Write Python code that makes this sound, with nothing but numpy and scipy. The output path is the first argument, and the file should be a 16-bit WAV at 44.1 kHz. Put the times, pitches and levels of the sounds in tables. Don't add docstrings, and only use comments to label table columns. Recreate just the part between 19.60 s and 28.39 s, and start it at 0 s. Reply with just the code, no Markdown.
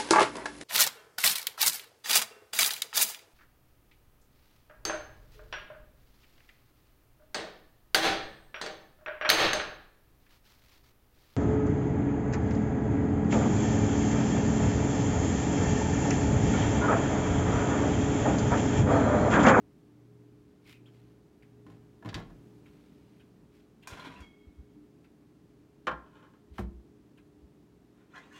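import sys
import numpy as np
from scipy import signal
from scipy.fft import rfft, irfft, next_fast_len
from scipy.io import wavfile

SR = 44100
rng = np.random.default_rng(int(sys.argv[2]) if len(sys.argv) > 2 else 0)


def pcm_store(signal):
    levels = np.round(np.clip(np.atleast_2d(signal), -1, 1) * 32767)
    wavfile.write(sys.argv[1], SR, levels.astype(np.int16).T)


N = 387638
TIME = np.arange(N) / SR
RING_TIME = TIME[:SR]


def from_db(db):
    return 10 ** (np.asarray(db) / 20)


def rms_one(x):
    return x / np.sqrt(np.mean(x ** 2) + 1e-20)


def energy_one(x):
    return x / np.sqrt(np.sum(x ** 2) + 1e-20)


def attack_one(x, size=1000):
    return x / np.sqrt(np.mean(x[:size] ** 2) + 1e-20)


def strokes(rows, attack_s, release_s, sag_db_per_s=0):
    power = 0
    for start, length, db in rows:
        early = np.maximum(start - TIME, 0)
        late = np.maximum(TIME - start - length, 0)
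        sag_db = sag_db_per_s * np.clip(TIME - start, 0, length)
        level_db = db - sag_db - 20 * (early / attack_s + late / release_s)
        power = power + from_db(level_db) ** 2
    return np.sqrt(power + 1e-20)


def gain_at(colour, hz):
    points_hz, db = np.transpose(colour)
    return from_db(np.interp(np.log(hz + 1e-9), np.log(points_hz), db))


def tint(x, colour):
    size = next_fast_len(len(x))
    spectrum = rfft(x, size) * gain_at(colour, np.fft.rfftfreq(size, 1 / SR))
    return rms_one(irfft(spectrum, size)[:len(x)])


def drift(rate, size=N):
    knots = rng.standard_normal(2000)
    return rms_one(np.interp(TIME[:size] * rate, np.arange(len(knots)), knots))


def treble(x, edge_hz):
    return signal.sosfilt(signal.butter(1, edge_hz, "high", fs=SR, output="sos"), x)


def through(force, response):
    return signal.oaconvolve(force, response)[:N]


def ringing(modes):
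    out = 0
    for k, (hz, db, t60) in enumerate(modes):
        decay = from_db(db - 60 * RING_TIME / max(t60, 1e-3))
        out = out + (-1) ** k * decay * np.sin(2 * np.pi * hz * RING_TIME)
    return out


BAND_EDGES = np.geomspace(30, 17000, 24)
BANDS = [(np.sqrt(low * high), high - low, signal.butter(2, [low, high], "band", fs=SR, output="sos"))
         for low, high in zip(BAND_EDGES, BAND_EDGES[1:])]


def wash(colour, t60, damping=0.36):
    size = int(np.clip(1.2 * t60, .05, 1) * SR)
    white, out = rng.standard_normal((2, SR)), np.zeros(SR)
    for k, (hz, width, band_pass) in enumerate(BANDS):
        life = t60 * (max(hz, 1e3) / 1e3) ** -damping
        decay = from_db(-60 * RING_TIME[:size] / life)
        band = signal.sosfilt(band_pass, white[k % 2, :size] * decay + 1e-18)
        out[:size] += gain_at(colour, hz) * np.sqrt(width) * attack_one(band)
    return out


def body(modes, colour, modes_db, wash_db, t60, crack_db):
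    crack = from_db(crack_db) * attack_one(wash(colour, t60=0.094))
    strong = from_db(modes_db) * attack_one(ringing(modes))
    weak = from_db(wash_db) * attack_one(wash(colour, t60))
    return strong + weak + crack


def strike(hits, response):
    out = np.zeros(N + SR)
    for s, db, bright_hz in hits:
        decay = np.exp(-2 * np.pi * bright_hz / SR)
        pushed = signal.lfilter([1 - decay], [1, -decay], response + 1e-18)
        start = round(s * SR)
        out[start:start + SR] += from_db(db) * pushed
    return out[:N]


def rebounds(hits, gap_s, count):
    out = []
    for s, db, bright_hz, loss_db in hits:
        for k in range(count):
            uneven = min(k, 1) * rng.uniform(-.2, 0.201)
            out.append((s + gap_s * (k + uneven), db - k * loss_db, bright_hz))
    return out


def grit(per_s, spread_db):
    sizes = from_db(spread_db * np.minimum(rng.exponential(1, N), 4))
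    signs = rng.choice([-1, 1], N)
    caught = rng.random(N) < per_s / SR
    return rms_one(sizes * signs * caught)


def scratches(push, per_s, low_hz, high_hz, level_db, spread_db, t60):
    out = np.zeros(N + SR)
    for k, (delay, size, *pitches) in enumerate(rng.random((1500, 5))):
        start = int((k + 2 * delay) / per_s * SR)
        if start < N and push[start] > push.max() / 20:
            ring = ringing([(low_hz * (high_hz / low_hz) ** pitch, 0, t60) for pitch in pitches])
            out[start:start + SR] += push[start] * from_db(level_db - spread_db * size) * ring
    return out[:N]


def squeaks(rows, waver_hz, rough_db, attack_s, t60):
    out = np.zeros(N + SR)
    for s, length, db, hz in rows:
        release_db = db - 60 * np.maximum(RING_TIME - length, 0) / t60
        swell = np.minimum(RING_TIME / attack_s, 1) * from_db(release_db)
        phase = 2 * np.pi * np.cumsum(hz + waver_hz * drift(673, size=SR)) / SR
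        tone = rms_one(from_db(rough_db * drift(387, size=SR)) * np.sin(phase))
        start = round(s * SR)
        out[start:start + SR] += swell * tone
    return out[:N]


DOOR_OPEN_S = 2.65


def once_open(step_db, fade_db_per_s):
    open_for = np.maximum(TIME - DOOR_OPEN_S, 0)
    return from_db(step_db * np.minimum(open_for, 1) - fade_db_per_s * open_for)


# (f/Hz, relative level per Hz/dB)
AIR_COLOUR = [(25, -35.5), (50, -6), (80, -6), (115, -12), (150, -2), (310, -4), (420, -10.5), (480, -16),
              (800, -22.5), (2000, -31), (6500, -39.5), (10400, -43.5), (14500, -45)]
# (t/s, length/s, level/dB)
AIR_SWELL = [(2.8, 0.057, -65.5)]
# (f/Hz, level before the door opens/dB)
FAN_TONES = [(296.1, -66), (414.5, -68)]
# (t/s, length/s, level/dB)
TONE_SWELL = [(5.17, 0.066, -57)]
AIR_DB, TONE_WAVER_DB = -60.5, 2.5


def fan():
    level = from_db(AIR_DB) + strokes(AIR_SWELL, attack_s=1.0, release_s=1.24)
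    air = tint(rng.standard_normal(N), AIR_COLOUR) * level
    tones = 0
    for hz, db in FAN_TONES:
        wavering = from_db(db + TONE_WAVER_DB * drift(7.9))
        tones = tones + wavering * np.sin(2 * np.pi * hz * TIME + 0.14 * drift(18.0))
    lower_tone = np.sin(2 * np.pi * FAN_TONES[0][0] * TIME)
    swell = strokes(TONE_SWELL, attack_s=0.021, release_s=0.051) * lower_tone
    return air + np.sqrt(2) * (once_open(step_db=-2.5, fade_db_per_s=-0.27) * tones + swell)


MAINS_HZ, BEAT_S, FIRST_LULL_S = 120, 0.768, .17
MAINS_DB, MOTOR_DB = -64.5, -64
OPEN_HUM_DB, HUM_FADE_DB_PER_S = -6.5, 1


def hum():
    t = TIME - FIRST_LULL_S
    mains = from_db(MAINS_DB) * np.sin(2 * np.pi * MAINS_HZ * t)
    motor = from_db(MOTOR_DB) * np.sin(2 * np.pi * (MAINS_HZ - 1 / BEAT_S) * t)
    return np.sqrt(2) * once_open(OPEN_HUM_DB, HUM_FADE_DB_PER_S) * (mains - motor)


# (t of crest/s, level/dB, half-length/s)
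BOOMS = [(2.547, -39, 0.009), (4.326, -40.5, 0.0053), (4.613, -45, 0.012), (4.879, -47.5, 0.011),
         (4.997, -44.5, 0.016), (6.352, -51.5, 0.064), (6.922, -46, 0.014), (7.048, -36.5, 0.051),
         (7.158, -47, 0.049), (7.84, -52.5, 0.016)]
LONG_BOOM_HZ, EXTRA_CYCLES = 58.2, 0.12


def booms():
    out = np.zeros(N)
    for s, db, half_length in BOOMS:
        hz = LONG_BOOM_HZ + EXTRA_CYCLES / half_length
        near = slice(round(s * SR) - SR // 4, round(s * SR) + SR // 4)
        t = TIME[near] - s
        swell = np.exp(-(t / half_length) ** 2)
        out[near] += np.sqrt(2) * from_db(db) * swell * np.sin(2 * np.pi * hz * t)
    return out


# (t/s, length/s, level/dB, f/Hz)
CREAKS = [(1.256, 0.025, -68.5, 3050), (1.823, 0.0042, -63.5, 2150), (3.057, 0.0074, -63.5, 2440),
          (3.596, 0.016, -67, 2900), (4.225, 0.0062, -57.5, 2790), (5.443, 0.0029, -64.5, 2260),
          (7.574, 0.0064, -63.5, 2590)]
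# (f/Hz, relative level per Hz/dB)
CREAK_COLOUR = [(500, -3), (2300, 5.5), (3500, -1), (4800, -13), (15000, -20.5)]


def creaks(rub_db=0.5, tone_db=-2.0):
    push = strokes([row[:3] for row in CREAKS], attack_s=0.005, release_s=0.0091)
    force = push * grit(per_s=2200, spread_db=-4.5)
    rub = through(force, energy_one(wash(CREAK_COLOUR, t60=0.14)))
    tone = squeaks(CREAKS, waver_hz=228, rough_db=3.5, attack_s=0.002, t60=0.076)
    return from_db(rub_db) * rub + from_db(tone_db) * tone


# (t/s, length/s, level/dB)
CLOTH_STROKES = [(1.075, 0.053, -62), (1.33, 0.19, -76.5), (3.08, 0.58, -75), (3.95, 0.053, -72.5),
                 (6.96, 0.02, -66.5)]
# (f/Hz, relative level per Hz/dB)
CLOTH_COLOUR = [(600, -13.5), (2300, 0), (4000, -5), (6100, -14.5), (15500, -19)]
# (t/s, level/dB)
GRIP_SNAPS = [(1.0946, -63), (1.127, -61.5)]
# (t/s, length/s, level/dB, f/Hz)
GRIP_SQUEAKS = [(1.053, 0.054, -66, 2306), (1.13, 0.028, -67, 2476)]


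def cloth():
    push = strokes(CLOTH_STROKES, attack_s=0.049, release_s=0.065, sag_db_per_s=11)
    rubbing = push * tint(grit(per_s=1200, spread_db=1.5), CLOTH_COLOUR)
    crackle = scratches(push, per_s=110, low_hz=1900, high_hz=6030, level_db=2.5, spread_db=12, t60=0.015)
    snaps = strike([(s, db, 12000) for s, db in GRIP_SNAPS], attack_one(wash(CLOTH_COLOUR, t60=0.025)))
    squeaking = squeaks(GRIP_SQUEAKS, waver_hz=227, rough_db=2, attack_s=.003, t60=0.21)
    return rubbing + crackle + snaps + squeaking


# (t/s, level/dB, contact brightness f/Hz)
BUMP_CLACKS = [(6.9812, -35.5, 7000), (6.9855, -42, 2500)]
# (f/Hz, relative level/dB, t60/s)
BUMP_MODES = [(636, 0, 0.19), (1020, 4.5, 0.2), (1204, -9, 0.13), (2250, -9, 0.18)]
# (f/Hz, relative level per Hz/dB)
BUMP_COLOUR = [(300, -26), (490, -5), (660, 6), (880, -7), (1060, 2), (1700, -9), (3200, -20), (7700, -35)]
# (t/s, level/dB, contact brightness f/Hz)
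BUMP_THUDS = [(6.991, -32, 700)]
# (f/Hz, relative level/dB, t60/s)
THUD_MODES = [(104, 0, 0.12), (183, -2.5, 0.32), (208, 7, 0.097), (365, 1.5, 0.093), (342.4, -12, 1)]
# (f/Hz, relative level per Hz/dB)
THUD_COLOUR = [(60, -21), (110, -13), (210, 9), (350, -11.5), (500, 1), (1000, -8)]


def bump():
    clack = body(BUMP_MODES, BUMP_COLOUR, modes_db=-12, wash_db=-11.5, t60=0.096, crack_db=-6.5)
    thud = body(THUD_MODES, THUD_COLOUR, modes_db=-0.5, wash_db=-7.0, t60=0.25, crack_db=-27)
    return strike(BUMP_CLACKS, clack) + strike(BUMP_THUDS, thud)


# (t/s, level/dB, contact brightness f/Hz, loss per rebound/dB)
DOOR_JOLTS = [(2.065, -51, 1700, 16), (2.10, -57.5, 5000, 4.5), (2.448, -42.5, 1300, 12),
              (2.458, -41, 1800, 20), (2.552, -39, 2400, 14), (2.697, -52.5, 500, 20)]
# (f/Hz, relative level/dB, t60/s)
DOOR_MODES = [(121.5, 2.5, 0.31), (295.7, 4, 0.13), (1039, 2.4, 0.061)]
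# (f/Hz, relative level per Hz/dB)
DOOR_COLOUR = [(35, -28), (118, -2.5), (190, 0), (300, -1), (541, -18.5), (680, -10.5), (854, -27),
               (1490, -14.5), (2960, -22), (15000, -36)]
# (t/s, level/dB)
PANE_RATTLES = [(2.425, -59), (2.458, -56), (2.479, -56), (2.528, -54), (2.574, -54), (2.591, -54.5),
                (2.60, -52), (2.703, -67)]
# (f/Hz, mean relative level/dB, t60/s)
PANE_MODES = [(675, 0.42, 0.14), (944, 0.89, 0.1), (1090, -0.25, 0.14), (1380, -0.085, 0.07),
              (1704, -2, 0.14)]
# (f/Hz, relative level per Hz/dB)
PANE_COLOUR = [(400, -1), (900, 2), (1900, -8), (8000, -26)]
# (t/s, level/dB, contact brightness f/Hz)
HINGE_CLACKS = [(2.489, -48, 6000), (2.5425, -40, 14000)]
# (f/Hz, relative level/dB, t60/s)
HINGE_MODES = [(1650, 1, 0.17), (2010, 2, 0.18), (2600, -3, 0.15), (3110, 4, 0.15), (4600, 5.5, 0.054)]
# (f/Hz, relative level per Hz/dB)
HINGE_COLOUR = [(710, -25), (1500, -5.5), (3300, -7.5), (4570, -2), (4980, -12), (5610, -10), (7020, -22),
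                (15500, -38)]


def door(scatter_db=5):
    panel = body(DOOR_MODES, DOOR_COLOUR, modes_db=-3.0, wash_db=-6, t60=0.48, crack_db=-4.5)
    hinge = body(HINGE_MODES, HINGE_COLOUR, modes_db=-7.5, wash_db=-12.5, t60=0.53, crack_db=-3.5)
    jolts = rebounds(DOOR_JOLTS, gap_s=.021, count=4)
    out = strike(jolts, panel) + strike(HINGE_CLACKS, hinge)
    for s, db in PANE_RATTLES:
        modes = [(hz, mode_db + scatter_db * rng.standard_normal(), t60) for hz, mode_db, t60 in PANE_MODES]
        pane = attack_one(ringing(modes)) + attack_one(wash(PANE_COLOUR, t60=0.079))
        out += strike([(s, db, 3000)], pane)
    return out


def slide(push, resonances, colour, per_s, ring_db, wash_db, sustain, shift_db):
    out = 0
    loads = from_db(shift_db * np.array([drift(22) for wire in range(3)]))
    for load in loads / np.sqrt(np.sum(loads ** 2, axis=0)):
        modes = []
        for hz, width, db in resonances:
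            detuned_hz = hz * (1 + rng.normal(0, 0.02))
            t60 = sustain * np.log(1e3) / (np.pi * width)
            modes.append((detuned_hz, db + 10 * np.log10(width), t60))
        ring = from_db(ring_db) * energy_one(ringing(modes))
        pan = ring + from_db(wash_db) * energy_one(wash(colour, t60=0.2))
        out = out + through(push * load * grit(per_s, spread_db=3.0), pan[:SR // 4])
    return out


# (t/s, level/dB, contact brightness f/Hz)
RACK_KNOCKS = [(4.2728, -44.5, 16000), (4.333, -44.5, 1000), (4.3967, -57, 5000), (4.4476, -52, 2000),
               (4.463, -62, 5960), (4.5389, -61, 3000), (4.604, -59.5, 8000), (8.579, -55, 2500)]
# (f/Hz, relative level/dB, t60/s)
RACK_MODES = [(1038, 11.5, 0.08), (1550, 11.5, 0.077), (2430, 5.5, 0.13), (5520, 1, 0.092),
              (6730, 2.5, 0.11)]
# (f/Hz, relative level per Hz/dB)
RACK_COLOUR = [(180, -32), (849, -4.5), (1250, -11), (2610, -12.5), (6680, -14), (15500, -25.5)]
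# (t/s, length/s, push level/dB)
SQUARE_PULLS = [(4.30, 0.315, -50), (4.395, 0.0084, -48), (4.449, 0.016, -45.5)]
# (f/Hz, width before the sustain factor/Hz, level before width weighting/dB)
SQUARE_PAN = [(590, 67, -6), (1000, 62, 3), (1490, 66, -4.5), (2430, 27, -15), (3400, 46, -6)]
# (f/Hz, relative level per Hz/dB)
SQUARE_COLOUR = [(76, -15), (190, -1.5), (477, -7), (644, -10), (787, -30.5), (1020, -9.5), (2460, -12),
                 (15500, -44.5)]
# (t/s, length/s, push level/dB)
ROUND_PULLS = [(8.37, 0.058, -70.5), (8.545, 0.016, -53), (8.572, 0.0079, -53), (8.60, 0.057, -61),
               (8.725, .07, -59.5)]
# (f/Hz, width before the sustain factor/Hz, level before width weighting/dB)
ROUND_PAN = [(1078, 77, 6), (1420, 55, 1), (1670, 27, -3), (1930, 33, -2), (2670, 170, -8)]
# (f/Hz, relative level per Hz/dB)
ROUND_COLOUR = [(240, -29), (400, -1.5), (1400, 0), (3200, -8.5), (5000, -23), (6400, -16.5), (8200, -31),
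                (15500, -39)]
# (t/s, length/s, level/dB, f/Hz)
PAN_SQUEALS = [(4.452, 0.011, -56, 1596), (4.463, 0.0055, -57, 3460), (4.561, .006, -57, 2750),
               (8.534, 0.024, -56, 1440), (8.548, 0.039, -55, 1705), (8.573, 0.017, -56, 2000),
               (8.61, 0.037, -75, 3570), (8.709, 0.0092, -58.5, 1707), (8.73, 0.042, -64, 2770),
               (8.755, .035, -65, 3360)]
# (t/s, level/dB, contact brightness f/Hz)
WIRE_PLUCKS = [(4.619, -60, 5100), (4.657, -74, 4700)]
# (f/Hz, relative level/dB, t60/s)
WIRE_MODES = [(2170, -2, 1.0), (2182, -5.5, 1.23), (2210, -5, 1.4), (2225, 7, 0.22), (2480, -10, 0.6),
              (3270, -8, 0.9), (3258, -11.5, 1.3), (3265, -9, 1.4), (3290, 3.5, 0.34), (4600, -7, 0.31)]
TIP_START_S, TIP_END_S, FLAT_TREBLE_DB, TIPPED_TREBLE_DB = 8.6, 8.73, -20, 13.5


def rack():
    rack_body = body(RACK_MODES, RACK_COLOUR, modes_db=-2.5, wash_db=-8.0, t60=0.81, crack_db=-6.5)
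    knocks = strike(RACK_KNOCKS, rack_body)
    square_push = strokes(SQUARE_PULLS, attack_s=0.054, release_s=0.038, sag_db_per_s=12)
    round_push = strokes(ROUND_PULLS, attack_s=0.044, release_s=0.064)
    square_pan = slide(square_push, SQUARE_PAN, SQUARE_COLOUR, per_s=340,
                       ring_db=-6, wash_db=-4.0, sustain=1.3, shift_db=10)
    round_pan = slide(round_push, ROUND_PAN, ROUND_COLOUR, per_s=460,
                      ring_db=-6, wash_db=-5.0, sustain=2.6, shift_db=18)
    catches = scratches(square_push + round_push, per_s=150, low_hz=1407, high_hz=4202,
                        level_db=-6.0, spread_db=17.5, t60=0.1)
    squeals = squeaks(PAN_SQUEALS, waver_hz=60, rough_db=2.0, attack_s=0.004, t60=0.12)
    edge_db = np.interp(TIME, [TIP_START_S, TIP_END_S], [FLAT_TREBLE_DB, TIPPED_TREBLE_DB])
    edge = from_db(edge_db) * treble(round_pan, edge_hz=5300)
    wires = strike(WIRE_PLUCKS, attack_one(ringing(WIRE_MODES)))
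    return knocks + square_pan + round_pan + catches + edge + squeals + wires


# (t/s, level/dB, contact brightness f/Hz)
CLANKS = [(6.2691, -33.5, 7000), (6.2775, -34, 3000), (6.283, -40, 1800), (6.3132, -37.5, 1300)]
# (f/Hz, relative level/dB, t60/s)
CLANK_MODES = [(342.6, -7.5, 0.47), (511.4, -1.5, 0.28), (613, -1.5, 0.2), (862, 2, 0.14), (1050, 0, 0.32),
               (1082, 2, 0.29), (1190, -1.5, 0.18), (1375, -5, 0.33), (1475, -1.5, 0.14),
               (1620, -5.5, 0.25), (1690, -6, 0.23), (1730, -14, 0.3), (2350, -10, 0.15),
               (3070, -11.5, 0.17)]
# (f/Hz, relative level per Hz/dB)
CLANK_COLOUR = [(71, -44), (140, -17.5), (195, -1), (290, -19), (432, -13.5), (623, -3), (704, -8.5),
                (830, -6), (1130, -1.5), (1500, -2.5), (2200, -15), (3110, -14), (3660, -22),
                (15500, -48.5)]
# (t/s, length/s, push level/dB)
NUDGE = [(6.56, 0.09, -66)]
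# (t/s, level/dB, contact brightness f/Hz)
NUDGE_TAPS = [(6.462, -67, 9000), (6.555, -64.5, 9000), (6.628, -63, 9000), (6.735, -69, 6960)]


def stove_top(ring_db=2.0, tail_db=-15):
    ring = attack_one(ringing(CLANK_MODES))
    out = from_db(ring_db) * strike(CLANKS[:1], ring)
    for hit in CLANKS:
        rattle = attack_one(wash(CLANK_COLOUR, t60=0.1))
        tail = attack_one(wash(CLANK_COLOUR, t60=0.49))
        out = out + strike([hit], rattle + from_db(tail_db) * tail)
    resting = ring + attack_one(wash(CLANK_COLOUR, t60=0.19))
    push = strokes(NUDGE, attack_s=0.18, release_s=0.082)
    rub = through(push * grit(per_s=400, spread_db=1.0), energy_one(resting))
    return out + strike(NUDGE_TAPS, resting) + rub + treble(rub, edge_hz=1500)


def kitchen(x, t60=0.29):
    walls = wash([(4000, -1), (15000, 2)], t60) * (1 - np.exp(-RING_TIME / 0.0028))
    wet = from_db(-11) / np.sqrt(np.mean(np.abs(rfft(walls)[500:4000]) ** 2))
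    return x + wet * through(x, walls)


def scene():
    handled = cloth() + creaks() + door() + rack() + stove_top() + bump()
    return (kitchen(handled) + booms() + fan() + hum())[None]


def record(dry, low_cut_hz=34, high_cut_hz=15800):
    thinned = signal.sosfilt(signal.butter(4, low_cut_hz, "high", fs=SR, output="sos"), dry)
    return signal.sosfilt(signal.ellip(10, .1, 80, high_cut_hz, fs=SR, output="sos"), thinned)


dry = scene()
out = record(dry)
pcm_store(out)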